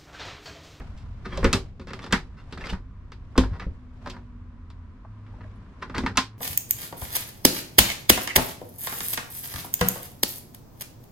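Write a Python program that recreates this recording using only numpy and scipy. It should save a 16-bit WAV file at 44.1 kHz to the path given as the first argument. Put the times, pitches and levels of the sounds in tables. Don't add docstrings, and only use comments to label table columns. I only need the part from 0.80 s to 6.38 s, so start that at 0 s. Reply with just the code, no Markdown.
import sys
import numpy as np
from scipy import signal
from scipy.fft import rfft, irfft, next_fast_len
from scipy.io import wavfile
from scipy.ndimage import uniform_filter1d

SR = 44100
rng = np.random.default_rng(int(sys.argv[2]) if len(sys.argv) > 2 else 0)


def bounce(signal):
    frames = np.transpose(np.atleast_2d(signal))
    limited = np.clip(frames, -1, 1)
    pcm = np.round(limited * 32767).astype(np.int16)
    wavfile.write(sys.argv[1], SR, pcm)


N = 246127

TIME = np.arange(N) / SR
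AGE = np.arange(next_fast_len(int(0.28 * SR), True)) / SR
RELEASE = np.sin(np.pi / 2 * np.minimum(2 * (1 - AGE / AGE[-1]), 1)) ** 2

PANEL_PART = dict(lo_hz=125, hi_hz=451.6, contact_t60=0.012, tail_db=-16.5, tail_t60=0.26, modes_db=3, trim_db=-0.5)
CLACK_PART = dict(lo_hz=808, hi_hz=2190, contact_t60=0.047, tail_db=-6.5, tail_t60=0.16, modes_db=-4, trim_db=-1.5)
SNAP_PART = dict(lo_hz=2120, hi_hz=5310, contact_t60=0.042, tail_db=-11, tail_t60=0.19, modes_db=-8.5, trim_db=-1.5)
EDGE_PART = dict(lo_hz=4600, hi_hz=8320, contact_t60=0.0099, tail_db=-16.5, tail_t60=0.17, modes_db=-18, trim_db=4.5)
# (time [s], air level [dB], low rumble level [dB])
BACKGROUND_LEVELS = [(.45, -54.5, -38), (.9, -66.5, -41.5), (1.5, -56, -41.5), (3.2, -56.5, -43),
                     (4.12, -55, -44.5), (4.24, -55.5, -50.5), (4.68, -53, -46.5), (4.9, -52.5, -54)]


def undb(db):
    return 10 ** (np.asarray(db) / 20)


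def curves(table):
    s, *columns = np.transpose(table)
    return [np.interp(TIME, s, column) for column in columns]


def fade(t60_s):
    return np.exp(-np.log(1000) * AGE / t60_s)


def band(x, lo_hz, hi_hz, order):
    hi_hz = np.clip(hi_hz, 1.1 * lo_hz, 0.45 * SR)
    return signal.sosfilt(signal.butter(order, [lo_hz, hi_hz], "band", fs=SR, output="sos"), x)


def diffuse(n, apart_hz, bass_side):
    mid, side = rng.standard_normal((2, n))
    share = np.clip(bass_side + np.fft.rfftfreq(n, 1 / SR) / apart_hz, 0, 1)
    side = irfft(rfft(side) * share, n)
    return np.array([mid + side, mid - side])


def wash(colour, apart_hz=2600, bass_side=0.036):
    n = next_fast_len(N, True)
    hz, db = np.transpose(colour)
    log_hz = np.log(np.fft.rfftfreq(n, 1 / SR) + 1)
    gain = undb(np.interp(log_hz, np.log(hz), db, right=-np.inf))
    x = irfft(rfft(diffuse(n, apart_hz, bass_side)) * gain, n)[:, :N]
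    return x / x.std()


def walk(rate_hz):
    k = int(SR / rate_hz)
    steps = np.repeat(rng.standard_normal(N // k + 1), k)
    x = uniform_filter1d(uniform_filter1d(steps, k), k)[:N]
    return x / x.std()


def crest(x, window_s):
    power = np.mean(np.atleast_2d(x) ** 2, axis=0)
    loudest = uniform_filter1d(power, int(window_s * SR), mode="constant").max()
    return x / np.sqrt(loudest + 1e-18)


def add(out, s, x):
    i = int(s * SR)
    out[:, i:i + x.shape[1]] += x[:, :N - i]


def in_cabin(x, db, t60_s):
    cabin = diffuse(len(AGE), apart_hz=5500, bass_side=0.35) * fade(t60_s)
    cabin *= undb(db) / np.linalg.norm(cabin[0])
    cabin[:, 0] += 1
    return signal.fftconvolve(cabin, x[None])


def cabin_air():
    # (frequency [Hz], level [dB])
    air_colour = [(120, -15.5), (200, 1), (259, -2), (394, -20), (696, -23), (883, -20.5), (986, -12),
                  (2960, -34), (5940, -44.5), (10300, -57.5), (16000, -98.5)]
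    air_db, _ = curves(BACKGROUND_LEVELS)
    return wash(air_colour) * undb(air_db)


def wavering_tone(table, waver, flutter_db, trim_db=-2.5):
    hz, db = curves(table)
    phase = 2 * np.pi * np.cumsum(hz * (1 + waver * walk(10.0))) / SR
    return np.sqrt(2) * np.sin(phase) * undb(db + flutter_db * walk(24) + trim_db)


def hums():
    # (time [s], mean pitch [Hz], level before trim [dB])
    low_hum = [(0, 94.2, -46), (.9, 87.45, -52.5), (2.4, 96.2, -53.5), (3.2, 90, -51), (4.12, 85, -43),
               (4.235, 86, -60), (4.29, 105.5, -39), (4.5, 102.4, -45.5), (4.83, 103, -43.5),
               (4.89, 101.7, -69.5), (5.2, 107.8, -47.5), (5.58, 107.3, -43)]
    # (time [s], mean pitch [Hz], level before trim [dB])
    higher_tone = [(0, 256, -66.5), (2.4, 256.4, -60.5), (3.3, 243.8, -48.5), (3.9, 242.4, -52),
                   (4.3, 244, -70)]
    return (wavering_tone(low_hum, waver=0.012, flutter_db=1.6)
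            + wavering_tone(higher_tone, waver=0.004, flutter_db=1.0))


def sliding(rustle_db=-4, body_db=-1, rumble_db=7.5, grain_db=1.5, move_range_db=19.5, steady_body_db=-60):
    # (frequency [Hz], level [dB])
    rustle_colour = [(300, -8), (600, 7), (1100, 1.5), (1800, -3.5), (3000, -9.5), (5000, -15.5),
                     (8000, -24.5), (16000, -50)]
    body_colour = [(90, -18.5), (160, 6.5), (240, 3), (310, -6), (400, -4.5), (600, -14.5), (2000, -52)]
    rumble_colour = [(12, -8), (25, -3.5), (45, 5), (65, -1), (105, -2), (160, -14.5), (600, -63)]
    # (time of most effort [s], rise [s], fall [s], effort [dB], door weight [dB])
    arm_moves = [(0, 0.14, 0.44, -48, -9), (0.65, 0.22, 0.23, -38.5, 3.5), (1.17, 0.16, 0.44, -48.5, -3.5),
                 (1.841, 0.24, 0.13, -44.5, -3), (2.741, 0.52, 0.43, -52.5, 4.5),
                 (3.28, 0.13, 0.19, -48, -1.5), (4.65, 0.57, 0.37, -58, 6), (5.26, 0.33, 0.15, -46, 6)]
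    _, steady_rumble_db = curves(BACKGROUND_LEVELS)
    effort, stir = np.zeros((2, N))
    for s, rise_s, fall_s, db, weight_db in arm_moves:
        distance = np.maximum((s - TIME) / rise_s, (TIME - s) / fall_s)
        swell = undb(db - move_range_db * distance)
        effort += swell
        stir += swell * undb(weight_db)
    grip = undb(grain_db * walk(170))
    rustle = wash(rustle_colour) * grip * effort * undb(rustle_db)
    body = wash(body_colour) * np.hypot(stir * undb(body_db), undb(steady_body_db))
    rumble_gain = np.hypot(stir * undb(rumble_db), undb(steady_rumble_db))
    return rustle + body + wash(rumble_colour, bass_side=0.13) * rumble_gain


def ringing(lo_hz, hi_hz, favoured_hz, freedom, favour_db=12, scatter_db=2.0, port_phase_rad=0.12):
    # (frequency [Hz], level [dB], t60 when free [s])
    fridge_modes = [(52.5, -4.5, 0.039), (77, -15.5, 0.086), (148, -13.5, 0.29), (188, -3, 0.17),
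                    (216.8, -2, 0.12), (258.9, -4, 0.18), (365, -15, 0.31), (382, -18, 0.12),
                    (455.7, -15, 0.21), (538.8, -8.5, 0.12), (780, -10.5, 0.26), (883, -5, 0.17),
                    (963, 0, 0.14), (1039, -3, 0.16), (1154, -4, 0.15), (1255, 2, 0.094), (1426, -4, 0.1),
                    (1790, -9, 0.047), (2345, -14.5, 0.19), (2665, 1.5, 0.086), (3250, -3, 0.13),
                    (3600, -2, 0.15), (3980, -12, 0.23), (5500, -14.5, 0.055), (7940, -2, 0.036)]
    hz, db, t60_s = np.transpose([m for m in fridge_modes if 0.78 * lo_hz < m[0] < 1.33 * hi_hz])
    count = len(hz)
    nearness = np.exp(-(np.log(hz / favoured_hz) / 0.08) ** 2)
    db = db + favour_db * nearness + scatter_db * rng.standard_normal(count)
    hz = hz * (1 + 0.012 * rng.standard_normal(count))
    phase = port_phase_rad * rng.standard_normal((count, 2, 1))
    total = np.zeros((2, len(AGE)))
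    for k in range(count):
        sine = np.sin(2 * np.pi * hz[k] * AGE + phase[k])
        total += (-1) ** k * undb(db[k]) * sine * fade(t60_s[k] * freedom)
    return total


def strike(db, favoured_hz, contact_s, freedom, order, lo_hz, hi_hz, contact_t60, tail_db, tail_t60,
           modes_db, trim_db, grit_db=5):
    n = len(AGE)
    window_s = max(0.004, 2 / hi_hz)
    grit = undb(grit_db * rng.standard_normal(n))
    grit /= np.sqrt(np.mean(grit ** 2))
    mono_burst = rng.standard_normal(n) * grit * fade(contact_t60 + 4 * contact_s)
    burst = np.array([np.roll(mono_burst, 1), mono_burst])
    tail = diffuse(n, apart_hz=5500, bass_side=0.27) * fade(tail_t60) * (1 - fade(0.033))
    tail *= undb(tail_db) * freedom
    dense = crest(band(burst + tail, lo_hz, hi_hz, order=order), window_s)
    push = mono_burst / np.linalg.norm(mono_burst) * 150 * contact_s
    push[0] += 1
    modes = signal.fftconvolve(ringing(lo_hz, hi_hz, favoured_hz, freedom), push[None])[:, :n]
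    modes = crest(band(modes, lo_hz / 10, 2 * hi_hz, order=2), window_s)
    onset = (1 - fade(1.6 * contact_s)) ** 2
    mixed = (dense + undb(modes_db) * modes) * onset * RELEASE
    return crest(mixed, window_s) * undb(db + trim_db)


def pulled(part, favoured_hz, mid_hz, pull):
    stretch = (favoured_hz / mid_hz) ** pull
    return dict(part, lo_hz=part["lo_hz"] * stretch, hi_hz=part["hi_hz"] * stretch)


def pulled_clack(plastic_hz):
    return pulled(CLACK_PART, plastic_hz, mid_hz=1306, pull=0.6)


def reach(clack_db, hardness_db, edge_db=-15, edge_per_hardness=0.39):
    snap_db = clack_db + hardness_db
    return clack_db, snap_db, snap_db + edge_db + edge_per_hardness * hardness_db


def touch(panel_db, clack_db, hardness_db, plastic_hz, contact_s, freedom=0.82, skin_db=-1, handle_panel_hz=391):
    clack_db, snap_db, edge_db = reach(clack_db, hardness_db)
    return (strike(panel_db, handle_panel_hz, contact_s, freedom, order=3, **PANEL_PART)
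            + strike(clack_db, plastic_hz, contact_s, freedom, order=3, **pulled_clack(plastic_hz))
            + strike(snap_db, plastic_hz, contact_s, freedom, order=4, **SNAP_PART)
            + strike(edge_db + skin_db, plastic_hz, contact_s, freedom, order=2, **EDGE_PART))


def slips(length_s, count=128, slips_per_s=650, scatter_db=6, window_s=0.015):
    when_s = (np.arange(count) + rng.random(count)) / slips_per_s
    size = rng.choice([-1, 1], count) * undb(scatter_db * rng.standard_normal(count))
    inside = when_s < length_s
    swell = np.sqrt(np.sin(np.pi * when_s[inside] / length_s))
    train = np.zeros(int(length_s * SR) + 1)
    train[(when_s[inside] * SR).astype(int)] = size[inside] * swell
    return crest(train, window_s) / np.sqrt(window_s * SR)


def fingers(tap_trim_db=-1, scrape_trim_db=-2, slip_contact_s=0.0013, scrape_panel_db=-4.5):
    # (time [s], panel [dB], clack [dB], hardness [dB], favoured plastic mode [Hz])
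    door_taps = [(0.002, -40, -43.5, -21.5, 1230), (0.996, -36, -44.5, -6, 1290),
                 (1.071, -39, -43.5, -4, 1440), (1.105, -36, -38, -8, 1430),
                 (1.133, -40.5, -31.5, -5, 1320), (1.191, -42, -37, -9, 1490),
                 (1.241, -37.5, -37.5, -3, 1008), (1.263, -39, -38, -4.5, 1020),
                 (1.724, -37, -39, -2, 1220), (1.776, -37, -38, -6.5, 1190), (1.869, -39, -35.5, -3, 1150),
                 (1.902, -42, -36, -2, 890), (1.931, -38, -33, -9.5, 1011), (2.319, -48, -40, -6.5, 1330),
                 (2.636, -33.5, -30, -12, 1014), (2.797, -42, -33.5, -9, 1300),
                 (3.260, -42.5, -32.5, -13, 1005), (3.272, -36, -33.5, -8.5, 1024),
                 (3.297, -62, -45.5, 7, 1002), (3.901, -57, -50.5, -1.5, 940),
                 (3.365, -45.5, -40.5, -16.5, 1003), (4.465, -58, -52.5, -14, 1470),
                 (5.024, -41, -30, -18.5, 1036), (5.097, -36, -35.5, -12.5, 1176),
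                 (5.262, -35, -19, -10, 1320), (5.294, -35.5, -50, -13, 1185)]
    # (start [s], length [s], clack [dB], hardness [dB], favoured plastic mode [Hz])
    skin_scrapes = [(0.16, 0.081, -58, 6.5, 1340), (0.445, 0.023, -29.5, -11.5, 1390),
                    (0.468, 0.15, -36, -7, 1100), (0.515, 0.025, -33.5, -21, 1680),
                    (0.999, .036, -45, -7, 1200), (1.074, 0.023, -37, -7, 1160),
                    (1.216, 0.022, -38.5, -3.5, 1110), (1.557, 0.063, -47.5, -8.5, 1290),
                    (1.801, 0.02, -35.5, -8, 1330), (1.837, 0.032, -34, -4, 1070),
                    (1.888, 0.011, -32.5, -2.5, 1110), (2.704, 0.078, -40.5, -14.5, 930),
                    (2.805, 0.039, -34.5, -13.5, 1270), (3.322, 0.031, -40, -22.5, 940),
                    (4.602, 0.013, -42, -20, 1320), (5.014, 0.018, -30.5, -9.5, 1130),
                    (5.142, 0.048, -27.5, -8, 1130)]
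    out = np.zeros((2, N))
    for s, panel_db, clack_db, hardness_db, plastic_hz in door_taps:
        contact_s = 0.0026 * np.exp(0.1167 * hardness_db)
        add(out, s, touch(panel_db, clack_db, hardness_db, plastic_hz, contact_s) * undb(tap_trim_db))
    for s, length_s, db, hardness_db, plastic_hz in skin_scrapes:
        ring = touch(db + scrape_panel_db, db, hardness_db, plastic_hz, slip_contact_s)
        add(out, s, signal.fftconvolve(ring, slips(length_s)[None]) * undb(scrape_trim_db))
    return out


def knocks(cabin_db=-9, cabin_t60_s=0.18, rise_cycles=2.5, sag=0.062, sag_t60_s=0.08,
           overtone_ratio=1.65, overtone_db=-10):
    # (time [s], level [dB], settled pitch [Hz], t60 [s])
    panel_knocks = [(0.462, -39.5, 374, 0.18), (0.53, -43.5, 534, 0.12), (0.578, -27.5, 534, 0.074),
                    (0.59, -31.5, 377, 0.074), (0.644, -22, 230, 0.025), (0.737, -30, 448, 0.18),
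                    (0.744, -24.5, 94, 0.094), (0.748, -28.5, 383.3, 0.2), (1.135, -42, 381, .16),
                    (1.869, -44, 464, 0.086), (1.927, -32, 95, 0.059), (2.579, -16.5, 1026, 0.052),
                    (2.615, -25.5, 54.7, 0.36), (2.715, -28, 88, 0.15), (2.867, -30.5, 93, .09),
                    (3.264, -39, 565, 0.098), (4.584, -53.5, 603, 0.08), (4.648, -51.5, 611, 0.1)]
    out = np.zeros((2, N))
    for s, db, hz, t60_s in panel_knocks:
        phase = 2 * np.pi * np.cumsum(hz * (1 + sag * fade(sag_t60_s))) / SR
        ratio = overtone_ratio * np.exp(0.08 * rng.standard_normal())
        overtone = np.sin(phase * ratio) * undb(overtone_db) * fade(2 * t60_s)
        ring = (np.sin(phase) + overtone) * fade(t60_s) * (1 - fade(rise_cycles / hz)) * RELEASE
        add(out, s, crest(in_cabin(ring, cabin_db, cabin_t60_s), 2 / hz) * undb(db))
    return out


def blow(levels_db, panel_hz, plastic_hz, freedom, soft_s=0.0031, hard_s=0.00068):
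    thump_part = dict(lo_hz=30, hi_hz=95, contact_t60=.04, tail_db=-12, tail_t60=.4, modes_db=7, trim_db=0)
    thump_db, panel_db, clack_db, snap_db, edge_db = levels_db
    panel_part = pulled(PANEL_PART, panel_hz, mid_hz=236, pull=0.39)
    return (strike(thump_db, panel_hz, soft_s, freedom, order=3, **thump_part)
            + strike(panel_db, panel_hz, soft_s, freedom, order=3, **panel_part)
            + strike(clack_db, plastic_hz, hard_s, 1.0, order=3, **pulled_clack(plastic_hz))
            + strike(snap_db, plastic_hz, hard_s, 0.94, order=3, **SNAP_PART)
            + strike(edge_db, plastic_hz, hard_s, 0.73, order=2, **EDGE_PART))


def doors(latch_freedom=0.98, thud_plastic_hz=1100, lead_s=0.018, lead_db=-22, lead_hardness_db=-10.5):
    # (time [s], thump [dB], panel [dB],
    # clack [dB], hardness [dB], favoured panel mode [Hz], freedom to ring [0-1])
    gasket_thuds = [(0.574, -29, -38.5, -36.5, 1, 528, 0.8), (0.6286, -24.5, -28, -29.5, -22, 520, 0.8),
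                    (0.648, -23, -17, -53, -3.5, 221, 1), (1.925, -25, -28.5, -52, 3.5, 186, 0.78),
                    (2.865, -26, -36, -62, -19, 190, 1), (5.181, -32.5, -25, -28, -1.5, 260, 1),
                    (5.236, -38, -23, -36.5, -15, 245, 1)]
    # (time [s], delay of second step [s], thump [dB], panel [dB],
    # clack [dB], hardness [dB], favoured panel mode [Hz], favoured plastic mode [Hz])
    latch_snaps = [(0.643, 0.0027, -18, -14, -18.5, -9, 226, 1420),
                   (0.729, 0.0046, -31, -19.5, -20, 1.5, 432, 1117),
                   (1.3246, 0.0029, -28.5, -18, -15, -6, 199, 1260),
                   (2.5779, 0.0014, -16, -11, -18, -4.5, 257, 1001),
                   (5.372, .0041, -36, -24.5, -15.5, -1.5, 265, 1036)]
    # (thump, panel, clack, snap, edge) [dB]
    first_step_db = (-19, -10, -5, -1.5, 5.5)
    out = np.zeros((2, N))
    for s, thump_db, panel_db, clack_db, hardness_db, panel_hz, freedom in gasket_thuds:
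        levels_db = (thump_db, panel_db, *reach(clack_db, hardness_db))
        add(out, s, blow(levels_db, panel_hz, thud_plastic_hz, freedom))
    for s, step_s, thump_db, panel_db, clack_db, hardness_db, panel_hz, plastic_hz in latch_snaps:
        levels_db = np.array([thump_db, panel_db, *reach(clack_db, hardness_db)])
        scrape = touch(panel_db + lead_db, clack_db + lead_db, lead_hardness_db, plastic_hz, lead_s / 2)
        add(out, s - lead_s, scrape)
        add(out, s, blow(levels_db + first_step_db, panel_hz, plastic_hz, latch_freedom))
        add(out, s + step_s, blow(levels_db, panel_hz, plastic_hz, latch_freedom))
    return out


def squeaks(cabin_db=-4, cabin_t60_s=0.15, width_hz=230):
    # (start [s], length [s], level [dB], start pitch [Hz], end pitch [Hz])
    contact_squeaks = [(1.773, 0.012, -39, 1370, 1210), (1.838, 0.011, -34.5, 2280, 2050),
                       (1.883, 0.019, -37, 2280, 3030), (2.555, 0.0057, -35.5, 1140, 1000),
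                       (4.244, 0.015, -45.5, 950, 973), (4.536, 0.0077, -49.5, 996, 860),
                       (4.63, 0.0155, -51, 1860, 1640), (4.748, 0.032, -79.5, 10160, 9500),
                       (5.14, 0.014, -31, 1250, 1530), (5.154, 0.018, -33, 1610, 2400)]
    out = np.zeros((2, N))
    for s, length_s, db, from_hz, to_hz in contact_squeaks:
        train = slips(length_s)
        train = np.pad(train, (0, len(AGE) - len(train)))
        glide_hz = np.interp(AGE, [0, length_s], [from_hz, to_hz])
        turn = np.exp(2j * np.pi * np.cumsum(glide_hz) / SR)
        ring = turn * signal.lfilter([1], [1, -np.exp(-np.pi * width_hz / SR)], train / turn)
        ring = band(ring.imag, from_hz / 2, 2 * to_hz, order=2)
        add(out, s, crest(in_cabin(ring, cabin_db, cabin_t60_s), 0.004) * undb(db))
    return out


def scene():
    return cabin_air() + hums() + sliding() + fingers() + knocks() + doors() + squeaks()


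def record(dry, shade_hz=9000, shade=0.26, port_lo_hz=11600, port_hi_hz=13400, port_db=(-6, 4),
           headroom=1.15, top_hz=15800):
    treble = signal.sosfilt(signal.butter(1, shade_hz, "high", fs=SR, output="sos"), dry)
    ports = dry + shade * treble * np.array([[-1], [1]]) / 2
    ports = ports + undb(port_db)[:, None] * band(ports, port_lo_hz, port_hi_hz, order=1)
    rounded = headroom * np.tanh(ports / headroom)
    return signal.sosfilt(signal.ellip(8, 0.2, 70, top_hz, fs=SR, output="sos"), rounded)


dry = scene()
out = record(dry)
bounce(out)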